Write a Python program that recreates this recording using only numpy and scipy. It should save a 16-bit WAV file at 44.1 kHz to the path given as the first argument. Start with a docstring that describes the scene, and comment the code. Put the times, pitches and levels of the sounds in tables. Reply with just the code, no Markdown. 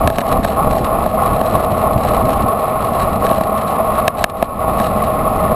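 """Wind buffets and tyres rush, heard from a camera in a closed housing on a road bicycle.
The rush rings in frame and housing and pulses with the pedal strokes. The chain ticks and
rattles over rough road, jolts knock the camera mount, and late on a dry part squeaks faintly.
The camera turns itself down after hard knocks, clips the peaks and holds each sample
at a low rate, which mirrors the rush into a thin sizzle."""
import sys
import numpy as np
from scipy import signal
from scipy.fft import rfft, irfft, next_fast_len
from scipy.io import wavfile
from scipy.ndimage import minimum_filter1d, map_coordinates

SR = 44100
rng = np.random.default_rng(int(sys.argv[2]) if len(sys.argv) > 2 else 0)


def materialize(psi):
    """Save the field psi as 16-bit PCM at rate SR to the path in sys.argv[1].

    A 1-D psi becomes a single channel; in a 2-D psi each row is a channel.
    """
    bounded = np.clip(np.atleast_2d(psi).T, -1, 1)
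    quanta = np.round(bounded * 32767).astype(np.int16)
    wavfile.write(sys.argv[1], SR, quanta)


N = 244755

# Levels in these tables are relative: the functions set the final loudness.
# strength of the steady wind: time_s, level_db
WIND_LEVELS = [(0, -20), (1.15, -21), (2.0, -22), (2.46, -19.5), (2.55, -29), (2.76, -22.5), (3.25, -20),
               (3.5, -25.5), (3.9, -25), (4.3, -19), (5.1, -22), (5.5, -21)]
# tone of the wind's buffeting: pitch_hz, level_db
BUFFET_TONE = [(10, -28), (22, 2), (38, -2.5), (52, -0.5), (72, 4), (100, -1.5), (165, -4.5), (220, -1),
               (300, -9), (360, -10), (600, -25), (1500, -77)]
# boom of the mount in the wind: pitch_hz, width_hz, level_db
MOUNT_RESONANCES = [(123, 240, -10), (211, 22, -3.5)]
# loudness of the tyres on the asphalt: time_s, level_db
ROAD_LEVELS = [(0, -0.5), (0.3, 1), (0.4, -2.5), (0.6, 0), (1.2, 0.5), (3.1, -0.5), (3.5, -1), (3.95, 0),
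               (4.3, 1.5), (4.6, 1.5), (4.8, -1.5), (5.55, 0)]
# ringing of the bicycle frame: pitch_hz, width_hz, level_db
FRAME_RESONANCES = [(411, 39, -15), (490, 61, -8.5), (641.8, 40, 2), (715, 77, -6), (791.5, 38, -4)]
# ringing of the camera housing: pitch_hz, width_hz, level_db
HOUSING_RESONANCES = [(880, 120, -8), (1098.4, 54.5, 4), (1265, 58, -4), (1438, 81, -8.5)]
# tone of the tyres' hiss: pitch_hz, level_db
HISS_TONE = [(500, 0), (1200, -5.5), (1560, -14), (1700, 2.5), (1900, 1), (2600, 0), (3000, -7),
             (3600, -8.5), (4000, -9), (4400, -15.5), (5100, -14), (5600, -30), (6000, -27)]
# how hard the rider pedals, a sprint and then easing off: time_s, effort_0_to_1
PEDAL_EFFORT = [(0, 0.9), (1.1, 0.76), (1.6, 0.31), (3.0, 0.36), (3.5, 0.4), (4.0, 0), (5.55, 0.1)]
# tone of the rattling chain: pitch_hz, level_db
RATTLE_TONE = [(500, 1.5), (1200, -2.5), (1700, 4), (2300, -1.5), (2750, 0.5), (3200, -3), (3600, -4.5),
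               (3980, 2), (4450, -5), (5000, -12.5), (5500, -9), (6000, -19.5)]
# single clicks of the drivetrain: start_s, level_db
CHAIN_CLICKS = [(0.1573, -7), (0.205, 0), (0.326, -12), (0.4344, -8), (0.477, -13), (0.708, -8),
                (0.8436, -3), (1.932, -10), (1.9774, -9.5), (2.252, -8), (2.303, -12), (2.4215, -8.5),
                (2.481, -11), (3.024, -15), (3.4348, -7), (4.297, 2), (4.791, -12), (4.8144, -9)]
# gusts that thump on the housing: peak_s, level_db
WIND_GUSTS = [(0.045, -18), (0.39, -17), (0.675, -17), (0.81, -16.5), (0.94, -21), (1.32, -14.5),
              (1.54, -15.5), (1.72, -16), (1.96, -16), (2.09, -16), (2.24, -17.5), (2.44, -19.5),
              (3.03, -18), (3.27, -18.5), (5.36, -16)]
# tone of a gust: pitch_hz, level_db
GUST_TONE = [(12, -15), (35, 2), (70, 0.5), (120, 1), (180, -5), (260, -7), (360, -8.5), (550, -21.5),
             (1500, -52)]
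# jolts that knock the mount: start_s, thud_db, clack_db, thud_rise_s
JOLTS = [(0.0744, 0, -3.5, 0.0031), (0.101, -2.5, -9.5, 0.0012), (0.1839, 1, -6, 0.00094),
         (0.191, -2, -11, 0.0014), (0.2144, -4.5, -11, 0.0027), (0.447, -2, -8, 0.0048),
         (1.060, -1.5, -18, 0.0052), (1.413, -2.5, -13.5, 0.0029), (2.004, -8.5, -29, 0.0017),
         (3.266, -11, -9.5, 0.0036), (3.312, 2, -14.5, .003), (3.381, -4, -26, .003),
         (3.409, -1, -17.5, 0.0043), (4.0793, 4, 3, 0.0013), (4.2413, 7, 9.5, 0.0022),
         (4.4251, 10.5, -2, 0.0025), (4.800, -7, -10.5, 0.0032)]
# ringing of the mount's soft parts: pitch_hz, level_db, fade_s (time to fall 60 dB)
THUD_TONES = [(211, -10, 0.028), (479, -10, .014), (642, 3.5, 0.017), (856, -13, 0.029), (1128, -1, 0.012)]
# ringing of its hard parts: pitch_hz, level_db, fade_s
CLACK_TONES = [(1690, 10, 0.015), (2290, 8, 0.0089), (2538, 0.36, 0.016), (3097, 6.9, 0.0071),
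               (3790, 1.2, 0.015)]
# rough road that rattles the chain and drums on the frame: start_s, length_s, level_db
ROUGH_PATCHES = [(0.262, 0.07, -32), (0.437, 0.086, -35.5), (0.715, 0.15, -37), (1.24, 0.036, -37),
                 (1.465, 0.18, -36), (1.76, 0.052, -37.5), (2.036, 0.12, -35), (2.285, 0.077, -34.5),
                 (2.825, 0.025, -37), (2.947, 0.076, -33.5), (3.232, 0.16, -33.5), (3.578, .04, -37.5),
                 (3.679, 0.043, -33.5), (3.95, 0.15, -39.5), (4.191, 0.029, -23.5), (4.37, .06, -29),
                 (4.797, 0.061, -33.5), (5.025, 0.052, -37)]
# faint squeaks of the bicycle: peak_s, pitch_hz, level_db
DRY_SQUEAKS = [(4.365, 2080, -35), (4.622, 2030, -32), (5.006, 2050, -29), (5.195, 2080, -31),
               (5.392, 2040, -31), (5.483, 1830, -29)]


def amp(db):
    """Turn decibels into a number to multiply a sound by."""
    return 10 ** (np.asarray(db) / 20)


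def unit(x):
    """Scale a sound to an average power of 1."""
    return x / np.sqrt(np.mean(x ** 2) + 1e-20)


def db_sum(a_db, b_db):
    """Level of two unrelated sounds together."""
    return 10 * np.log10(amp(a_db) ** 2 + amp(b_db) ** 2)


def curve(points):
    """Join (time_s, value) points with straight lines, one value per sample."""
    return np.interp(np.arange(N) / SR, *np.transpose(points))


def wobble(rate):
    """A smooth curve through `rate` random values a second."""
    return map_coordinates(rng.standard_normal(int(N * rate / SR) + 4), [np.arange(N) * rate / SR])


def filtered(x, gain):
    """Make each pitch in x louder or softer, as gain(hz) says."""
    size = 2 * next_fast_len(N // 2 + 8192)
    cepstrum = irfft(np.log(np.maximum(gain(np.fft.rfftfreq(size, 1 / SR)), 1e-6)))
    # this fold makes the filter ring only after a sound, never before it
    cepstrum[1:size // 2] *= 2
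    cepstrum[size // 2 + 1:] = 0
    return irfft(rfft(x, size) * np.exp(rfft(cepstrum)))[:N]


def colour(points):
    """A filter shape drawn through (pitch_hz, level_db) points."""
    pitches, db = np.transpose(points)
    return lambda hz: amp(np.interp(np.log(hz + 1), np.log(pitches), db))


def body(modes, low_hz, high_hz):
    """The filter shape of a ringing object, falling steeply outside low_hz to high_hz."""
    def gain(hz):
        power = sum(amp(db) ** 2 / (1 + (2 * (hz - pitch) / width) ** 2) for pitch, width, db in modes)
        return np.sqrt(power / (1 + (low_hz / (hz + 1)) ** 10) / (1 + (hz / high_hz) ** 24))
    return gain


def noise(shape):
    """Steady noise with the given filter shape."""
    return unit(filtered(rng.standard_normal(N), shape))


def wind(level_db):
    """Swirls of air press on the housing in lumps; strong ones add deep buffeting to the mount's boom."""
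    mean_db = np.mean(level_db)
    swing_db = level_db - mean_db
    buffet = unit(amp(1.1 * wobble(12)) * noise(colour(BUFFET_TONE)))
    boom = noise(body(MOUNT_RESONANCES, low_hz=88, high_hz=310.5))
    return amp(mean_db + 1.49 * swing_db - 1.7) * buffet + amp(mean_db + 0.18 * swing_db - 5.0) * boom


def grit(shake, grains_per_s=5000):
    """Grains of asphalt hit the tyres at random: tiny taps of scattered size."""
    taps = (rng.random(N) < grains_per_s / SR) * rng.standard_normal(N)
    return taps * amp(rng.standard_normal(N) + 0.84 * shake)


def tyres(hum_db, rush_db, shake):
    """Grit drums on the tyres, rings frame and housing, and leaves a hiss above them."""
    hum = unit(filtered(grit(shake), body(FRAME_RESONANCES, low_hz=342, high_hz=900)))
    rush = unit(filtered(grit(shake), body(HOUSING_RESONANCES, low_hz=925, high_hz=1338)))
    hiss = unit(filtered(grit(shake), colour(HISS_TONE)))
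    # the hiss swells with the rush, but less
    hiss_db = -36.5 + 0.89 * (rush_db - np.mean(rush_db))
    return amp(hum_db + 0.18) * hum + amp(rush_db + 0.06) * rush + amp(hiss_db) * hiss


def pedalling(stroke_hz=3.1, speedup_hz_per_s=0.12, dead_spot_s=0.15):
    """The push slackens at the dead spot, where the pedals are upright, and the bicycle sways."""
    t = np.arange(N) / SR
    strokes = stroke_hz * (t - dead_spot_s) + speedup_hz_per_s * t ** 2 / 2
    effort = curve(PEDAL_EFFORT)
    slack = effort * np.abs(np.cos(np.pi * strokes)) ** 3.8
    sway = effort * np.cos(2 * np.pi * (strokes + 0.28))  # peaks just before the dead spot
    return slack, sway


def drivetrain(level_db, shake, contacts_per_s=110):
    """Chain and loose parts chatter as the bicycle shakes; now and then one click stands out."""
    t = np.arange(SR // 20) / SR
    contacts = (rng.random(N) < contacts_per_s / SR) * amp(1.5 * rng.standard_normal(N))
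    power = np.abs(signal.fftconvolve(contacts ** 2, np.exp(-t / 0.0017))[:N])
    # between the contacts the chain keeps rustling
    bursts = np.sqrt(power + amp(-10) * np.mean(power))
    chatter = unit(filtered(bursts * amp(shake) * rng.standard_normal(N), colour(RATTLE_TONE)))
    # the louder clicks are single bursts in the same metal parts
    click_shape = np.exp(-t / 0.0049) * (1 - np.exp(-t / 0.00065))
    strikes = np.zeros(N + SR)
    for start_s, db in CHAIN_CLICKS:
        strikes[round(start_s * SR):][:len(t)] += amp(db - 14) * click_shape
    clicks = strikes[:N] * noise(colour(RATTLE_TONE))
    return amp(level_db + 1.5) * chatter + clicks


def gusts(rise_s=0.012, fall_s=0.04):
    """A large swirl of air strikes the housing: a quick swell of low noise that soon dies."""
    t = np.arange(N) / SR
    swell = sum(amp(db) * np.exp(-np.maximum((peak_s - t) / rise_s, (t - peak_s) / fall_s))
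                for peak_s, db in WIND_GUSTS)
    return swell * noise(colour(GUST_TONE))


def ring(tones, t, rise_s):
    """A struck part rings with fading tones, a little different at each blow; the peak is 1."""
    wave = sum(amp(db + rng.normal(0, 1) - 60 * t / fade_s) * np.sin(2 * np.pi * hz * t)
               for hz, db, fade_s in tones)
    wave *= 1 - np.exp(-(t / rise_s) ** 2)
    return wave / np.abs(wave).max()


def knocks():
    """A jolt makes the mount clack at once, and its low thud builds up a moment later."""
    t = np.arange(SR // 20) / SR
    out = np.zeros(N + SR)
    for start_s, thud_db, clack_db, thud_rise_s in JOLTS:
        crack = amp(-9.5) * np.exp(-t / 0.0021) * rng.standard_normal(len(t))
        clack = ring(CLACK_TONES, t, rise_s=0.00051) + crack
        thud = ring(THUD_TONES, t, thud_rise_s)
        out[round(start_s * SR):][:len(t)] += amp(thud_db) * thud + amp(clack_db) * clack
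    return out[:N]


def rough_road(rise_s=0.03, settle_s=0.029):
    """Shaking in dB: it rises into each rough patch, holds over it and then settles."""
    t = np.arange(N) / SR
    power = 1e-12
    for start_s, length_s, db in ROUGH_PATCHES:
        rise = np.clip((t - start_s) / rise_s + 1, 0, 1)
        settle = np.exp(-np.maximum(t - start_s - length_s, 0) / settle_s)
        power += (amp(db) * rise * settle) ** 2
    return 10 * np.log10(power)


def squeaks(half_length_s=0.0057, waver_hz=50.3):
    """A dry part rubs for a moment and gives a short, unsteady tone."""
    t = np.arange(N) / SR
    waver = np.cumsum(waver_hz * wobble(200)) / SR
    out = np.zeros(N)
    for peak_s, hz, db in DRY_SQUEAKS:
        swell = np.exp(-((t - peak_s) / half_length_s) ** 2)
        out += amp(db) * swell * np.sin(2 * np.pi * (hz * t + waver))
    return out


def scene():
    """Wind, tyres and drivetrain on one shaking bicycle, all pulsing with the pedal strokes."""
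    slack, sway = pedalling()
    shake = wobble(65)
    road_db = curve(ROAD_LEVELS) + 0.5 * wobble(25)
    rough_db = rough_road()
    wind_db = curve(WIND_LEVELS) + 1.5 * sway
    # at the dead spot the tyres go quieter and the slack chain chatters more
    smooth_hum_db = -17.5 + road_db - 2 * slack
    rush_db = -19 + road_db - 10 * slack
    chatter_db = -45.5 + 11 * slack
    # rough patches add to the frame's hum and the chain's rattle
    hum_db = db_sum(smooth_hum_db, rough_db + 10) + 0.65 * wobble(30)
    rattle_db = db_sum(chatter_db, rough_db)
    bicycle = tyres(hum_db, rush_db, shake) + drivetrain(rattle_db, shake) + knocks() + squeaks()
    return (wind(wind_db) + gusts() + bicycle)[None]


def gain_control(x, threshold_db, recovery_db_per_s, hold_s):
    """Peaks over the threshold turn the volume down; after a short hold it climbs back."""
    over_db = np.maximum(20 * np.log10(np.abs(x) + 1e-9) - threshold_db, 0)
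    half = int(hold_s * SR / 2)
    held_db = -minimum_filter1d(-over_db, 2 * half + 1, origin=half, mode='constant')
    climb_db = recovery_db_per_s * np.arange(N) / SR
    cut_db = np.maximum.accumulate(held_db + climb_db) - climb_db
    # the volume takes some milliseconds to fall, so the front of a knock passes at full size
    reaction = np.hanning(int(.0065 * SR))
    return x * amp(-np.convolve(cut_db, reaction / reaction.sum())[:N])


def below(x, edge_hz):
    """Keep only the sound below edge_hz, without delaying it."""
    return signal.fftconvolve(x, signal.firwin(301, edge_hz, fs=SR), 'same')


def record(dry):
    """The camera turns down and clips loud peaks, then holds each sample, which adds a thin sizzle."""
    hold_hz, clip_level = 12000, 0.92
    ducked = gain_control(dry[0], threshold_db=-1.0, recovery_db_per_s=57.0, hold_s=0.068)
    narrow = below(np.clip(ducked, -clip_level, clip_level), hold_hz / 2)
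    # held samples form stair steps: they mirror the sound around hold_hz and soften the treble
    mirrored = narrow * (1 + 2 * np.cos(2 * np.pi * hold_hz * np.arange(N) / SR))
    softening = np.sinc(np.fft.rfftfreq(2 * N, 1 / SR) / hold_hz)
    stairs = irfft(rfft(mirrored, 2 * N) * softening)[:N]
    return below(stairs, edge_hz=15350)[None]


dry = scene()
out = record(dry)
materialize(out)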